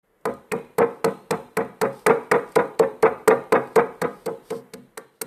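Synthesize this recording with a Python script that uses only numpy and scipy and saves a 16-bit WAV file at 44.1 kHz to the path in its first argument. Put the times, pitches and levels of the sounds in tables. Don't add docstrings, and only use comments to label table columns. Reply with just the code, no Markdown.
import sys
import numpy as np
from scipy import signal
from scipy.fft import rfft, irfft
from scipy.io import wavfile
from scipy.ndimage import uniform_filter1d

SR = 44100
rng = np.random.default_rng(int(sys.argv[2]) if len(sys.argv) > 2 else 0)


def unload_wav(signal):
    wavfile.write(
        sys.argv[1],
        SR,
        np.round(np.clip(np.atleast_2d(signal).T, -1, 1) * 32767).astype(np.int16),
    )


def rack_gain(trim_db):
    fader = np.asarray(trim_db, float)
    return 10 ** (fader / 20)


N = 232318

# start_s, peak_db, tilt_db_per_octave, length_s, settling_hiss_db
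SHATTERS = [(0.2545, -19, 0.1, 0.0052, -57), (0.519, -16.5, 0.5, 0.0061, -55.5),
            (0.7824, -18.5, 2, 0.0081, -55.5), (1.044, -12.5, -3, 0.0074, -51),
            (1.3075, -11, -4, 0.0066, -52), (1.5694, -16, 2, 0.0065, -56),
            (1.8135, -14, -1.5, 0.0077, -54.5), (2.065, -9.5, -0.3, 0.0064, -50),
            (2.3141, -13, -4, 0.0081, -50.5), (2.5553, -17, -4.5, 0.0094, -52.5),
            (2.7923, -15, -5, 0.0074, -54.5), (3.025, -19, -2.5, 0.0067, -55),
            (3.277, -11.5, 1.5, 0.0086, -50.5), (3.522, -17.5, -4, 0.0087, -55.5),
            (3.757, -19.5, -1.5, 0.011, -54), (4.015, -22, -2.5, 0.011, -56),
            (4.259, -23, -1.6, 0.0094, -57.5), (4.503, -25, -5.5, 0.0094, -65.5),
            (4.736, -24, -3.5, 0.0077, -64.5), (4.9752, -19, 1.5, 0.0058, -62.5),
            (5.214, -12.5, 4.5, 0.0085, -56.5)]
# pitch_hz, level_db_per_hz
BRITTLE = [(900, -40), (2100, -3), (3200, -14), (4400, -3.5), (5000, -8.5), (6750, -10), (8300, -2.5),
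           (9700, -4), (10600, -16.5), (11300, -14), (12000, -4), (14000, -15), (15600, -29),
           (16200, -72.5)]


def evened(x):
    return x / np.sqrt(np.mean(x ** 2) + 1e-20)


def read(points, hz):
    f, value = np.transpose(points)
    return np.interp(np.log(hz + 1), np.log(f + 1), value)


def add(mix, s, sound):
    part = mix[round(s * SR):][:len(sound)]
    part += sound[:len(part)]


def coloured(x, spectrum):
    gain = rack_gain(read(spectrum, np.fft.rfftfreq(len(x), 1 / SR)))
    return evened(irfft(rfft(x) * gain, len(x)))


def still_air():
    # pitch_hz, level_db_per_hz
    air_colour = [(15, -28), (25, -9.5), (34, 1), (64, -15.5), (195, -1), (255, -9), (465, 1), (620, -8),
                  (1400, -13), (2050, -14), (2410, -21.5), (3520, -25.5), (5280, -34.5), (10700, -28),
                  (12500, -25.5), (14400, -30.5), (16000, -50)]
    now = np.arange(N) / SR
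    swell_db = np.interp(now, [.05, .2, .4, 4.6, 5.1], [-5.0, -1.5, 3.0, 6.5, -4.0])
    return rack_gain(-62.5 + swell_db) * coloured(rng.standard_normal(N), air_colour)


def crumbs():
    # start_s, peak_db
    ticks = [
        (0.2109, -66),
        (0.3387, -49.5),
        (1.8836, -59),
        (1.9294, -54),
        (1.993, -50),
        (2.2333, -58),
        (2.4892, -53),
        (2.52, -44.5),
        (3.673, -52),
        (3.73, -63),
    ]
    # pitch_hz, level_db_per_hz
    grit_colour = [(2000, -20), (2800, -2), (3700, -1), (4100, 1.5), (4500, -14.5), (7700, -11.5),
                   (8300, -7.5), (9800, -7.5), (10400, -23.5), (11300, -29.5), (11700, -8.5), (13000, -15),
                   (15400, -35), (15800, -62)]
    # middle_s, length_s, level_db
    strokes = [(0.93, 0.14, -68.5), (1.222, 0.29, -84), (1.79, 0.044, -78), (1.982, 0.11, -58),
               (2.25, .06, -68), (2.52, 0.093, -62.5), (3.208, 0.059, -70), (3.672, 0.22, -64),
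               (3.964, 0.072, -70), (4.19, 0.21, -63.5), (4.484, 0.075, -58.5), (4.547, 0.084, -53),
               (5.168, 0.069, -74.5)]
    # pitch_hz, level_db_per_hz
    rub_colour = [(2000, -18.5), (3500, -6.5), (4800, -6.5), (6800, -15.5), (8800, -7), (10700, -16),
                  (12200, -9), (15600, -31)]
    wait_s, fade_db_per_s = .028, 98

    now, rub_power = np.arange(N) / SR, np.zeros(N)
    starts, settle_db = np.array(SHATTERS)[:, [0, 4]].T
    last = np.searchsorted(starts, now) - 1
    since = now - starts[last] - wait_s
    settling = (last >= 0) * (since > 0) * rack_gain(settle_db[last] - fade_db_per_s * since)
    for middle, length, db in strokes:
        rub_power += rack_gain(db) ** 2 * np.exp(-abs(2 * (now - middle) / length) ** 3.0)

    grains = rack_gain(2.7 * rng.exponential(1, (2, N))) * rng.standard_normal((2, N))
    out = uniform_filter1d(settling, size=900) * coloured(grains[0], grit_colour)
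    out += np.sqrt(rub_power) * coloured(grains[1], rub_colour)
    t = np.arange(1024) / SR
    for s, db in ticks:
        tick = coloured(rng.standard_normal(1024), BRITTLE) * np.exp(-t / 0.0044)
        add(out, s, rack_gain(db - 1.0) * tick)
    return out


def yard():
    # delay_s, level_db
    echo_taps = [
        (.006, -18),
        (.011, -20.5),
        (.018, -19),
    ]
    # pitch_hz, t60_s
    decay = [(100, 0.47), (230, 0.36), (330, 0.52), (500, 0.33), (1000, 0.46), (2000, 0.36), (4000, 1),
             (9000, 1)]
    wall_hz, tail_db, tail_start_s = 2220, -6, .012

    taps, near = np.zeros(SR), np.zeros(SR)
    at = np.arange(0, SR - 20, 20) + rng.integers(0, 20, SR // 20 - 1)
    taps[at] = rng.choice([-1., 1.], at.shape)
    hz, t, z = signal.stft(taps, SR, nperseg=256)
    fading = z * rack_gain(-60 * t / read(decay, hz)[:, None])
    tail = signal.istft(fading, SR, nperseg=256)[1][:SR]
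    add(near, tail_start_s, rack_gain(tail_db) * tail / np.linalg.norm(tail))
    for delay, db in echo_taps:
        add(near, delay, rack_gain(db) * np.ones(1))
    return signal.lfilter(*signal.butter(3, wall_hz, fs=SR), near)


def crunch(db, tilt_db, length):
    t = np.arange(2048) / SR
    rise = np.minimum(t / 0.005, 1) ** 1.58
    crush = rise * (np.exp(-(t / length) ** 3.0) + 0.14 * np.exp(-t / 0.011))
    colour = [(hz, level + tilt_db * np.log2(hz / 7000)) for hz, level in BRITTLE]
    return rack_gain(db - 8.0) * crush * coloured(rng.standard_normal(2048), colour)


def slap(db):
    # pitch_hz, level_db_per_hz
    slap_colour = [(700, -31.5), (1300, -5), (2000, 0.5), (2600, -6.5), (3000, -24.5), (3700, -12.5),
                   (4200, -44.5), (8000, -45.5)]
    rise_s, fall_s = 0.0017, 0.024
    t = np.arange(4096) / SR
    squeeze = (1 - np.exp(-t / rise_s)) * np.exp(-(t / fall_s) ** 1.9)
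    return rack_gain(db - 14.5) * squeeze * coloured(rng.standard_normal(4096), slap_colour)


def ring(modes, push, shift_db, rise, scale=1):
    t = np.arange(6000) / SR
    body = np.zeros(6000)
    for (hz, db, t60), shift in zip(modes, shift_db):
        body += rack_gain(db + shift - 60 * t / t60) * np.sin(2 * np.pi * hz * scale * t)
    out = signal.fftconvolve(body * (1 - np.exp(-t / rise)), push)
    return out / abs(out).max()


def slips(give):
    t = np.arange(1800) / SR
    jerks, stroke = rng.standard_normal(1800), t / give * np.exp(-t / give)
    for _ in range(4):
        z = rfft(jerks * stroke)
        flat = irfft(z / (abs(z) + 1e-12))
        jerks = np.clip(evened(flat / (stroke + .05)), -3, 3)
    return jerks * stroke


def landing(thud_db, boom_db, knock_db, thud_hz, tilt_db, give):
    # pitch_factor, level_db, t60_s
    thud_modes = [
        (.69, -12, 0.05),
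        (.83, -14, 0.073),
        (1.001, 3, 0.062),
        (1.17, -16, 0.2),
    ]
    # pitch_hz, level_db, t60_s
    boom_modes = [
        (78, -13, 0.28),
        (133, -7.5, 0.31),
        (167, 2, .07),
        (193.6, 15.5, 0.069),
        (246.3, 6, 0.15),
    ]
    # pitch_hz, level_db, t60_s
    knock_modes = [(693, -0.5, 0.075), (847.3, 12, 0.019), (1023, 2, 0.012), (985, 13.5, 0.018),
                   (1208.5, 14, 0.017), (1438, 7, 0.024), (1669, 4, 0.023), (1776, -5.5, 0.012),
                   (1874, 10, 0.011), (2167, -2.5, 0.022), (2150, -25, 0.0085), (2790, -21.5, 0.0054),
                   (3930, -30.5, 0.0087)]

    shift_db = 1.34 * rng.standard_normal((3, len(knock_modes)))
    t = np.arange(1800) / SR
    soft = np.exp(-((t - .001) / 0.00065) ** 2)
    body = rack_gain(thud_db + 2.3) * ring(thud_modes, soft, shift_db[0], 0.014, thud_hz)
    body += rack_gain(boom_db + 3.0) * ring(boom_modes, soft, shift_db[1], 0.013)
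    spot = 1 + 0.031 * shift_db[1, -1]
    bright_db = shift_db[2] + tilt_db * np.log2(np.array(knock_modes)[:, 0] / 1200)
    return body + rack_gain(knock_db + 6.5) * ring(knock_modes, slips(give), bright_db, 0.00099, spot)


def mallet():
    # start_s, thud_db, boom_db, knock_db, knock_tilt_db_per_octave
    blows = [(0.255, -17.5, -27.5, -19, -1.5), (0.517, -21, -25.5, -20.5, 12.5),
             (0.784, -10.5, -21, -17.5, 1.5), (1.044, -10.5, -22, -15, -2.5), (1.308, -14, -23.5, -20, -1),
             (1.57, -15.5, -23, -18, 6), (1.815, -15.5, -23, -15.5, 4.5), (2.064, -9.5, -21, -11.5, 8),
             (2.315, -9, -23, -11, 5.5), (2.562, -5.5, -22.5, -12.5, -4), (2.798, -6, -24, -12.5, -7.5),
             (3.03, -5.5, -23.5, -12, -0.5), (3.277, -4, -21.5, -10, 4.5), (3.523, -5.5, -21.5, -13, -1),
             (3.761, -6.5, -21, -15.5, 2.5), (4.017, -16, -24, -18, 6), (4.262, -17.5, -31, -29.5, -3),
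             (4.507, -19, -30.5, -32.5, -9), (4.736, -30, -35.5, -39, 5), (4.974, -28, -46, -29, 10),
             (5.214, -25, -38, -27.5, 4)]
    # rebound_s, press_db, rebound_thud_db, rebound_knock_db, last_hop_db
    rebounds = [(0.28, -15.5, -20, -31.5, -20.5), (0.551, -13, -19, -46, -27), (0.815, -6, -12, -16, -10),
                (1.075, -12.5, -18, -25, -38), (1.333, -13.5, -25, -25.5, -26),
                (1.604, -13, -17, -23.5, -33), (1.845, -10.5, -12.5, -20.5, -26),
                (2.097, -7, -4.5, -11.5, -12), (2.341, -9.5, -9, -13.5, -8),
                (2.588, -11.5, -9.5, -15.5, -15), (2.826, -10, -15, -20.5, -43), (3.055, -7, -22, -12, -19),
                (3.305, -19, -9, -11, -9), (3.552, -6, -11, -10, -12), (3.788, -5, -15, -12, -14),
                (4.041, -16.5, -11, -21, -28.5), (4.305, -17.5, -21, -54, -42.5),
                (4.551, -19, -24.5, -48, -46), (4.78, -39, -38, -64.5, -61), (5.012, -41, -56, -59, -54.5),
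                (5.252, -44, -38, -62, -55)]
    thud_hz, rebound_hz, spot_hz = 457.1, 466.5, 6.2
    boom_follows = 0.25

    body = np.zeros(N)
    for (s, thud, boom, knock, tilt), (again, press, thud2, knock2, hop) in zip(blows, rebounds):
        spot = spot_hz * rng.standard_normal(4)
        add(body, s - .002, landing(thud, boom, knock, thud_hz + spot[0], tilt, give=0.0022))
        rebound_boom = boom - 0.5 + boom_follows * (thud2 - thud)
        hop_boom = boom - 13.5 + boom_follows * (hop - thud)
        hop_s = again + .55 * (again - s)
        later = [(s + .012, press, boom - 6, press - 8.5, -9.5),
                 (again, thud2, rebound_boom, knock2, 1.2),
                 (hop_s, hop, hop_boom, hop - 13.5, -4.5)]
        for (at, *levels, slope), shift in zip(later, spot[1:]):
            contact = landing(*levels, rebound_hz + shift, slope, give=0.0068)
            add(body, at - .002, rack_gain(-2.0) * contact)
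        add(body, again - .004, slap(knock2))
    return body


def scene():
    body, cracks = mallet(), np.zeros(N)
    for s, *strength, _ in SHATTERS:
        add(cracks, s - .002, crunch(*strength))

    turn = np.arange(N) / SR * 2 * np.pi / 1.5
    echoes = np.zeros(N)
    for k in range(3):
        share = np.sqrt(2 / 3) * np.cos(turn + k * np.pi / 3)
        echoes += signal.fftconvolve(share * (body + rack_gain(1.0) * cracks), yard())[:N]

    no_rumble = signal.butter(2, 120, "high", fs=SR, output="sos")
    thin = signal.sosfilt(no_rumble, body + echoes)
    return (rack_gain(-2.0) * thin + cracks + crumbs() + still_air())[None]


def masked(x):
    # pitch_hz, db_under_loudest
    mask_floor = [(3950, -70), (4250, -44.5), (4550, -78.5), (8050, -62), (8400, -78), (13600, -76),
                  (14000, -60.5), (15600, -68)]
    # pitch_hz, db_against_neighbours
    starve_floor = [(1500, -14), (2400, -3), (3300, 0), (4300, 3), (4700, -7), (7900, -3), (8600, -12),
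                    (15000, -7)]
    fade = .6

    hz, _, z = signal.stft(x, SR, window="cosine", nperseg=1536, noverlap=768)
    size = abs(z) + 1e-12
    top = size.max(axis=1, keepdims=True)
    held_top = signal.lfilter([1 - fade], [1, -fade], top)
    mask_limit = held_top * rack_gain(read(mask_floor, hz))[:, None]

    bands = np.repeat(rng.standard_normal((z.shape[2], 129)), 6, axis=1).T[:len(hz)]
    starve_db = read(starve_floor, hz)[:, None] + 3.5 * bands + 0.07 * (20 * np.log10(top) + 32.5)
    starve_limit = uniform_filter1d(size, size=25, axis=1) * rack_gain(starve_db)

    limit = np.maximum(mask_limit, starve_limit)
    treble = size[:, hz > 5000].sum(axis=1, keepdims=True)
    steady = treble < 3 * np.roll(treble, 2, axis=2)
    kept = z / (1 + steady * (limit / size) ** 6)
    return signal.istft(kept, SR, window="cosine", nperseg=1536, noverlap=768)[1][:, :N]


def band_limit(x):
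    return signal.sosfilt(signal.butter(12, 16620, fs=SR, output="sos"), x)


def record(dry):
    opens_s, fade_s = 0.027, 0.018
    opened = dry * np.clip((np.arange(N) / SR - opens_s) / fade_s, 0, 1)
    rounded = 1.6 * np.tanh(opened / 1.6)
    limited = signal.sosfilt(signal.butter(10, 15500, fs=SR, output="sos"), rounded)
    return band_limit(masked(limited))


dry = scene()
out = record(dry)
unload_wav(out)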